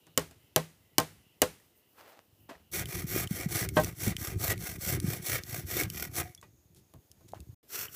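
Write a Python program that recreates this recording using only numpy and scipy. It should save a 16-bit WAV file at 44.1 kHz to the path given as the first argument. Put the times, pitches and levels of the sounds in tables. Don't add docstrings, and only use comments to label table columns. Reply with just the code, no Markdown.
import sys
import numpy as np
from scipy import signal
from scipy.io import wavfile
from scipy.ndimage import uniform_filter1d

SR = 44100
rng = np.random.default_rng(int(sys.argv[2]) if len(sys.argv) > 2 else 0)


def store_pcm(level_fs):
    pcm = np.round(np.clip(level_fs, -1, 1) * 32767).astype(np.int16)
    wavfile.write(sys.argv[1], SR, np.atleast_2d(pcm).T)


N = 350595
T = np.arange(N) / SR
LIFT_S = 6.22
SILENCE_START_S, SILENCE_END_S = 7.545, 7.63

# (start [s], length [s], tearing level [dB], fastest moment [fraction of the stroke])
STROKES = [
    [(2.712, 0.13, -34, 0.5), (2.855, 0.21, -38, 0.45), (3.06, .2, -31.5, 0.57), (3.26, 0.22, -39.5, 0.54),
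     (3.477, .19, -32, 0.61), (3.73, .21, -41, 0.41), (3.941, 0.19, -35, 0.67), (4.156, 0.2, -40, 0.49),
     (4.365, 0.18, -31.5, 0.68), (4.555, 0.23, -40, 0.53), (4.783, .2, -32, 0.6), (4.984, 0.23, -39, 0.57),
     (5.203, 0.2, -32, 0.64), (5.413, 0.23, -39, 0.6), (5.646, 0.22, -32, 0.63), (5.877, 0.22, -40, 0.56),
     (6.101, 0.12, -31.5, 0.78)],
    [(7.67, 0.21, -35.5, 0.63), (7.892, .2, -36.5, 0.57)],
]
# (frequency [Hz], width [Hz], level [dB])
LOW_MODES = [(350, 56, 0.5), (523, 79, -4.5), (717.4, 85, -5.5), (1247, 70, -4), (1443, 31, -6.5),
             (1602, 88, -3.5), (1925, 85, -4), (2067, 90, -3), (2213, 76, -2), (2430, 25, -2),
             (2675, 68, -14.5), (3227, 76, -10.5), (3560, 52, -12.5)]


def undb(db):
    return 10 ** (np.asarray(db) / 20)


def unit(x):
    return x / np.sqrt(np.mean(x ** 2))


def add(out, start_s, sound):
    i = int(start_s * SR)
    out[i:i + len(sound)] += sound[:N - i]


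def fade(t, t60):
    return np.exp(-np.log(1000) * t / max(t60, .002))


def swell(peak_s, rise_s, fall_s):
    return undb(-24 * np.maximum((peak_s - T) / rise_s, (T - peak_s) / fall_s))


def lagged(x, lag_s):
    memory = np.exp(-1 / (lag_s * SR))
    return signal.lfilter([1 - memory], [1, -memory], x)


def drift(rate):
    hold = int(SR / rate)
    steps = np.repeat(rng.standard_normal(N // hold + 1), hold)
    return 1.275 * uniform_filter1d(uniform_filter1d(steps, hold), hold)[:N]


def grains(rate, spread_db):
    size = undb(spread_db * rng.exponential(size=N)) * rng.choice([-1, 1], N)
    return size * (rng.random(N) < rate / SR)


def band(x, hz, width):
    return signal.lfilter(*signal.iirpeak(min(hz, .45 * SR), hz / width, SR), x)


def steep_band(x, hz, width):
    return band(band(x, hz, width), hz, width)


def ring(x, modes, drift_db):
    return unit(sum((-1) ** k * undb(db + drift_db * drift(rate=14)) * band(x, hz, width)
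                    for k, (hz, width, db) in enumerate(modes)))


def tones(t, modes):
    chance = rng.standard_normal((len(modes), 2))
    return sum(undb(db + 2 * louder) * np.sin(2 * np.pi * hz * (1 + 0.022 * sharper) * t) * fade(t, t60)
               for (hz, db, t60), (sharper, louder) in zip(modes, chance))


def forest():
    # (frequency [Hz], relative level [dB])
    spectrum = [(150, -9.5), (300, -2.5), (600, -9), (1200, -18.5), (2500, -19.5), (5000, -19),
                (8000, -23.5), (11000, -22.5), (14000, -15)]
    # (time [s], level [dB])
    course = [(0, -69), (6.3, -73.5), (7.95, -65)]
    hz, db = np.transpose(spectrum)
    hiss = np.zeros(N)
    for centre in 160 * 2 ** np.arange(0, 7, .5):
        gain = undb(np.interp(np.log(centre), np.log(hz), db) + drift(rate=25))
        hiss += gain * steep_band(rng.standard_normal(N), centre, centre / 2)
    return unit(hiss) * undb(np.interp(T, *np.transpose(course)))


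def insects():
    # (start [s], length [s], frequency [Hz], filter width [Hz], level [dB])
    songs = [(0, 2.72, 2870, 560, -79), (.3, 1.6, 2030, 200, -84), (.02, .12, 3800, 720, -72.5),
             (2.72, 4.83, 6620, 820, -81)]
    out = np.zeros(N)
    for start, length, hz, width, db in songs:
        song = unit(steep_band(rng.standard_normal(N), hz, width))
        singing = uniform_filter1d(1. * ((T > start) & (T < start + length)), size=1500)
        out += song * undb(db + 2.6 * drift(rate=12)) * singing
    return out


def scrapes():
    # (peak time [s], rise [s], fall [s], crackle [dB], rustle [dB])
    drags = [(1.814, 0.32, 0.31, -92.5, -63.5), (1.99, 0.041, 0.17, -58, -64),
             (2.06, 0.11, 0.15, -54.5, -63), (2.17, .2, 0.092, -63.5, -80), (2.431, 0.12, .1, -82.5, -63),
             (2.495, 0.0086, 0.1, -44.5, -71.5), (6.764, 0.022, 0.082, -80, -57),
             (7.287, 0.01, 0.035, -75, -40.5), (7.346, 0.011, 0.062, -50.5, -58)]
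    shapes = np.array([swell(*row[:3]) for row in drags])
    crackle_gain, rustle_gain = undb(np.transpose(drags)[3:]) @ shapes
    crackle = grains(5000, spread_db=2.5) * undb(1.7 * drift(rate=51))
    brush = grains(8000, spread_db=2.5) * undb(4.9 * drift(rate=22))
    needles = unit(steep_band(brush, 15000, 7000))
    leaves = unit(band(brush, 7000, 10700))
    rustle = np.where(T < 2.7, needles, leaves)
    return crackle_gain * unit(band(crackle, 650, 730)) + rustle_gain * rustle


def ticks():
    # (time [s], ring level [dB], ring frequency [Hz], ring t60 [s], snap level [dB])
    events = [(1.5998, -55.5, 1880, 0.02, -58.5), (2.5522, -41, 1850, 0.01, -71),
              (2.8569, -32, 3050, 0.015, -34), (3.274, -26, 3050, 0.0096, -35),
              (3.689, -35, 2180, 0.032, -25), (3.7685, -26.5, 3150, 0.025, -40),
              (3.8457, -30.5, 5840, 0.027, -26.5), (4.1665, -19, 3120, 0.0084, -29),
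              (4.578, -42, 2200, 0.02, -37), (5.001, -39, 5850, 0.017, -29.5),
              (5.263, -54, 5900, 0.02, -39), (5.436, -37, 5040, 0.013, -33), (5.901, -40, 3020, 0.024, -27),
              (5.835, -50, 5600, 0.01, -24), (6.255, -45.5, 727, 0.17, -59),
              (6.3488, -39, 5740, 0.015, -40), (6.3769, -50, 3400, 0.064, -53),
              (6.4139, -64, 7000, 0.011, -44), (6.428, -39.5, 1070, 0.016, -57),
              (6.7475, -64, 3300, 0.018, -51.5), (7.1154, -51, 5530, 0.012, -42.5),
              (7.32, -55, 4000, 0.01, -49), (7.4042, -56, 2670, 0.024, -44),
              (7.8832, -36, 2990, 0.017, -58)]
    out, t = np.zeros(N), T[:SR // 10]
    for start, db, hz, t60, snap_db in events:
        snap = unit(band(band(rng.standard_normal(len(t)), 7800, 11600), 7690, 11600))
        snap *= fade(t, 0.0037) + 0.21 * fade(t, 0.027)
        if STROKES[0][0][0] < start < LIFT_S:
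            snap += undb(7) * sum(undb(mode_db) * band(snap, mode_hz, 3 * width)
                                  for mode_hz, width, mode_db in LOW_MODES if mode_hz > 1800)
        ping = np.sin(2 * np.pi * hz * t) * fade(t, t60) * np.minimum(t / 0.00095, 1)
        add(out, start, undb(db) * ping + undb(snap_db) * snap)
    return out


def frame():
    # (frequency [Hz], width [Hz], level [dB])
    modes = [(69.6, 39.7, -5.5), (106, 40, -1), (175, 77, -5.5), (247, 150, -9.5), (362, 100, -6.5)]
    # (time [s], gain [dB])
    coupling = [(2.7, -2), (3.5, -1), (3.86, 4), (3.98, -8), (4.1, 5.5), (4.74, -3), (5.07, 3), (5.22, -6),
                (5.8, -4), (6.23, -5), (6.34, -19), (7.95, -21.5)]
    # (peak time [s], rise [s], fall [s], level [dB])
    swells = [(.28, .5, 0.33, -63.5), (1.12, .6, 0.58, -66.5), (2.45, 0.21, 0.59, -62),
              (6.49, 0.14, 0.16, -59), (6.8, 0.2, 0.13, -58.5), (6.95, 0.03, 0.12, -53.5),
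              (7.5, 0.43, 0.093, -48)]
    shoves = signal.lfilter(np.hanning(150), 1, grains(100, spread_db=2.0))
    load = lagged(tearing(), lag_s=0.053)
    load = load.max() * (load / load.max()) ** 0.63
    load *= undb(np.interp(T, *np.transpose(coupling)))
    rumble = undb(-77) + sum(undb(db) * swell(*shape) for *shape, db in swells)
    return (load + rumble) * ring(shoves, modes, drift_db=1.5)


def thumps():
    # (time [s], level [dB], frequency [Hz])
    shoves = [(2.326, -53, 101.8), (2.809, -27, 114), (3.041, -24.5, 162), (3.161, -17.5, 350),
              (3.310, -18, 175), (3.460, -18, 168), (4.069, -21, 87), (4.077, -18, 196), (4.274, -31.5, 73),
              (4.357, -25, 86.5), (4.484, -23.5, 96), (5.042, -17, 175), (5.082, -20, 125),
              (5.584, -27.5, 124), (5.645, -28, 95), (5.819, -25, 360), (6.197, -28.5, 107.9),
              (6.944, -44.5, 161.7), (7.335, -24.5, 705), (7.405, -39, 70.4), (7.49, -32.5, 104)]
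    out = np.zeros(N)
    for start, db, hz in shoves:
        cycles = hz * T[:SR // 10]
        swing = cycles / 0.79 * np.exp(1 - cycles / 0.57)
        add(out, start, -undb(db) * swing * np.sin(2 * np.pi * cycles))
    return out


def blow(peak_db, crack_db, tail_db, rebound_db, bass_tilt, contact_s, steel_db, sustain):
    # (frequency [Hz], level [dB], t60 before sustain [s])
    log_modes = [(161, -11.5, 0.2), (317, -8, .09), (360, -14, 0.074), (425, -6.5, 0.13), (516, -7, .08),
                 (643, 1, 0.052), (760, -2.5, 0.045), (857, -3, 0.042), (940, -3.5, 0.022),
                 (1070, -4, 0.044), (1244, -9.5, 0.043), (1550, -8, 0.058), (1890, -11, 0.044),
                 (2470, -15, 0.032)]
    # (frequency [Hz], level [dB], t60 [s])
    steel_modes = [(2951, -1, 0.021), (4850, -15.5, 0.022), (7400, -2, 0.016), (12100, -0.5, 0.013)]
    # (frequency [Hz], early t60 [s], level [dB])
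    scatter = [(100, 0.2, -2.5), (243, 0.17, -6), (477, 0.075, 8.5), (1040, 0.082, 5.5), (1994, 0.21, -4),
               (3950, 0.049, -4), (8000, 0.24, -6), (13000, 0.064, -9.5)]
    t = T[:SR // 2]
    wood = tones(t, [(hz, db - bass_tilt * np.log2(hz / 600), sustain * t60)
                     for hz, db, t60 in log_modes])
    n = SR // 20
    chatter = rng.standard_normal(n) * (rng.random(n) < 1500 / SR) * 0.61 * fade(t[:n], 0.091)
    chatter[0] = 1
    force = np.convolve(np.hanning(int(contact_s * SR) + 3), chatter)
    wood = signal.fftconvolve(wood, force)[:len(t)]
    wood = signal.sosfilt(signal.butter(2, 110, "high", fs=SR, output="sos"), wood)
    wood = undb(peak_db) * wood / np.abs(wood).max()
    burst = unit(band(rng.standard_normal(len(t)), 7300, 14000))
    burst *= fade(t, .016) + 0.77 * fade(t, 0.0063)
    crack = undb(crack_db) * (burst + undb(steel_db) * tones(t, steel_modes))
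    rebound = undb(rebound_db) * np.roll(wood + 0.3 * crack, int(.018 * SR))
    tail = np.zeros(len(t))
    for hz, t60, db in scatter:
        noise = unit(band(rng.standard_normal(len(t)), hz, 1.2 * hz))
        tail += undb(db) * noise * (fade(t, t60) + .12 * fade(t, 3.5 * t60))
    return wood + crack + rebound + undb(peak_db + tail_db) * tail * np.minimum(t / 0.0021, 1)


def hits():
    # (time [s], wood peak [dB], crack [dB], tail re wood peak [dB],
    # rebound gain [dB], bass tilt [dB/octave])
    blows = [(.1760, -18, -16, -20.5, -13, 2.5), (0.5613, -15.5, -14, -21, -13.5, -0.06),
             (0.9827, -8.5, -11, -26, -6.5, -0.06), (1.4183, -11, -11, -23.5, -14, 2.5)]
    knocks = [(0.068, -51.5, -57, -20, -19, 3.5), (0.311, -53.5, -54.5, -14.5, -22, -4),
              (2.492, -36.5, -60, -35, -2, -2.2), (3.768, -9.5, -45, -27.5, -3, -1.5),
              (6.427, -47.5, -64, -16, -24, -11.5), (6.938, -50, -53.5, -27.5, -8, 4.5),
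              (7.209, -54, -68, -32, -8, 6)]
    out = np.zeros(N)
    for start, *levels in blows:
        add(out, start, blow(*levels, contact_s=0.00036, steel_db=-2.5, sustain=1.2))
    for start, *levels in knocks:
        add(out, start, blow(*levels, contact_s=0.00024, steel_db=-38.5, sustain=1.34))
    return out


def tearing():
    push_powers, pull_powers = (1, 1.83), (2.28, 1.86)
    saturation = 1.13
    out = undb(-50.5) * (T > LIFT_S) * fade(np.abs(T - LIFT_S), t60=0.38)
    for cut in STROKES:
        middles = [start + length / 2 for start, length, *_ in cut]
        out += undb(-61) * ((T > middles[0]) & (T < middles[-1]))
        for k, (start, length, db, fastest) in enumerate(cut):
            skew = np.log(.5) / np.log(np.clip(fastest, .1, .9))
            travel = np.clip((T - start) / length, 0, 1) ** skew
            speed = np.abs(np.sin(np.pi * travel))
            power = np.where(travel < .5, *(pull_powers if k % 2 else push_powers))
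            out += undb(db - 2) * np.tanh(saturation * speed ** power) / np.tanh(saturation)
    return out


def judder():
    # (start [s], length [s], bite rate [Hz], depth [dB])
    runs = [(2.899, 0.088, 43, 5), (3.76, 0.081, 27, 11), (4.22, .08, 38.5, 6), (5.067, .11, 30, 5),
            (5.248, 0.065, 47, 3), (5.49, .035, 28, 4), (5.527, 0.074, 58, 8), (5.945, 0.12, 38, 13)]
    bite_decay = .4
    out = np.zeros(N)
    for start, length, rate, depth_db in runs:
        beat = (T - start) * rate % 1
        out += depth_db * (np.exp(-beat / bite_decay) - bite_decay) * ((T > start) & (T < start + length))
    return uniform_filter1d(out, size=90)


def saw():
    # (frequency [Hz], width [Hz], level [dB])
    high_modes = [(3330, 490, -9), (4354, 290, -5), (5630, 580, -1), (6600, 670, -3.5), (7500, 810, -2.5),
                  (10950, 1650, 0), (11990, 1650, 2), (15100, 3300, -2)]
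    last_pole_modes = [(402, 72, 1.5), (1370, 280, 1), (2030, 650, -4), (2790, 440, -3.5)]
    tear = tearing()
    bite = undb(judder() + 0.9 * drift(rate=60) + 2.1 * drift(rate=250))
    blade = ring(grains(6000, spread_db=2.0), high_modes, drift_db=0.8)
    teeth = grains(2500, spread_db=1.0)
    first_pole = ring(teeth, LOW_MODES, drift_db=2.0) + undb(-7) * unit(band(teeth, 1710, 3300))
    last_pole = ring(teeth, last_pole_modes, drift_db=1.5)
    pole = np.where(T < SILENCE_END_S, undb(-4) * first_pole, undb(-6) * last_pole)
    sway = lagged(tear, lag_s=.013) * undb(0.6 * drift(rate=7.6))
    return bite * (tear * blade + sway * pole)


def scene():
    return (saw() + frame() + thumps() + hits() + ticks() + scrapes() + forest() + insects())[None]


def record(dry):
    drive, top_hz = 1.6, 15420
    thin = signal.sosfilt(signal.butter(2, 45, "high", fs=SR, output="sos"), dry)
    rounded = np.tanh(drive * thin) / drive
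    gate = uniform_filter1d(1. * ((T < SILENCE_START_S) | (T > SILENCE_END_S)), size=120)
    return signal.sosfilt(signal.ellip(10, .2, 70, top_hz, fs=SR, output="sos"), rounded * gate)


dry = scene()
out = record(dry)
store_pcm(out)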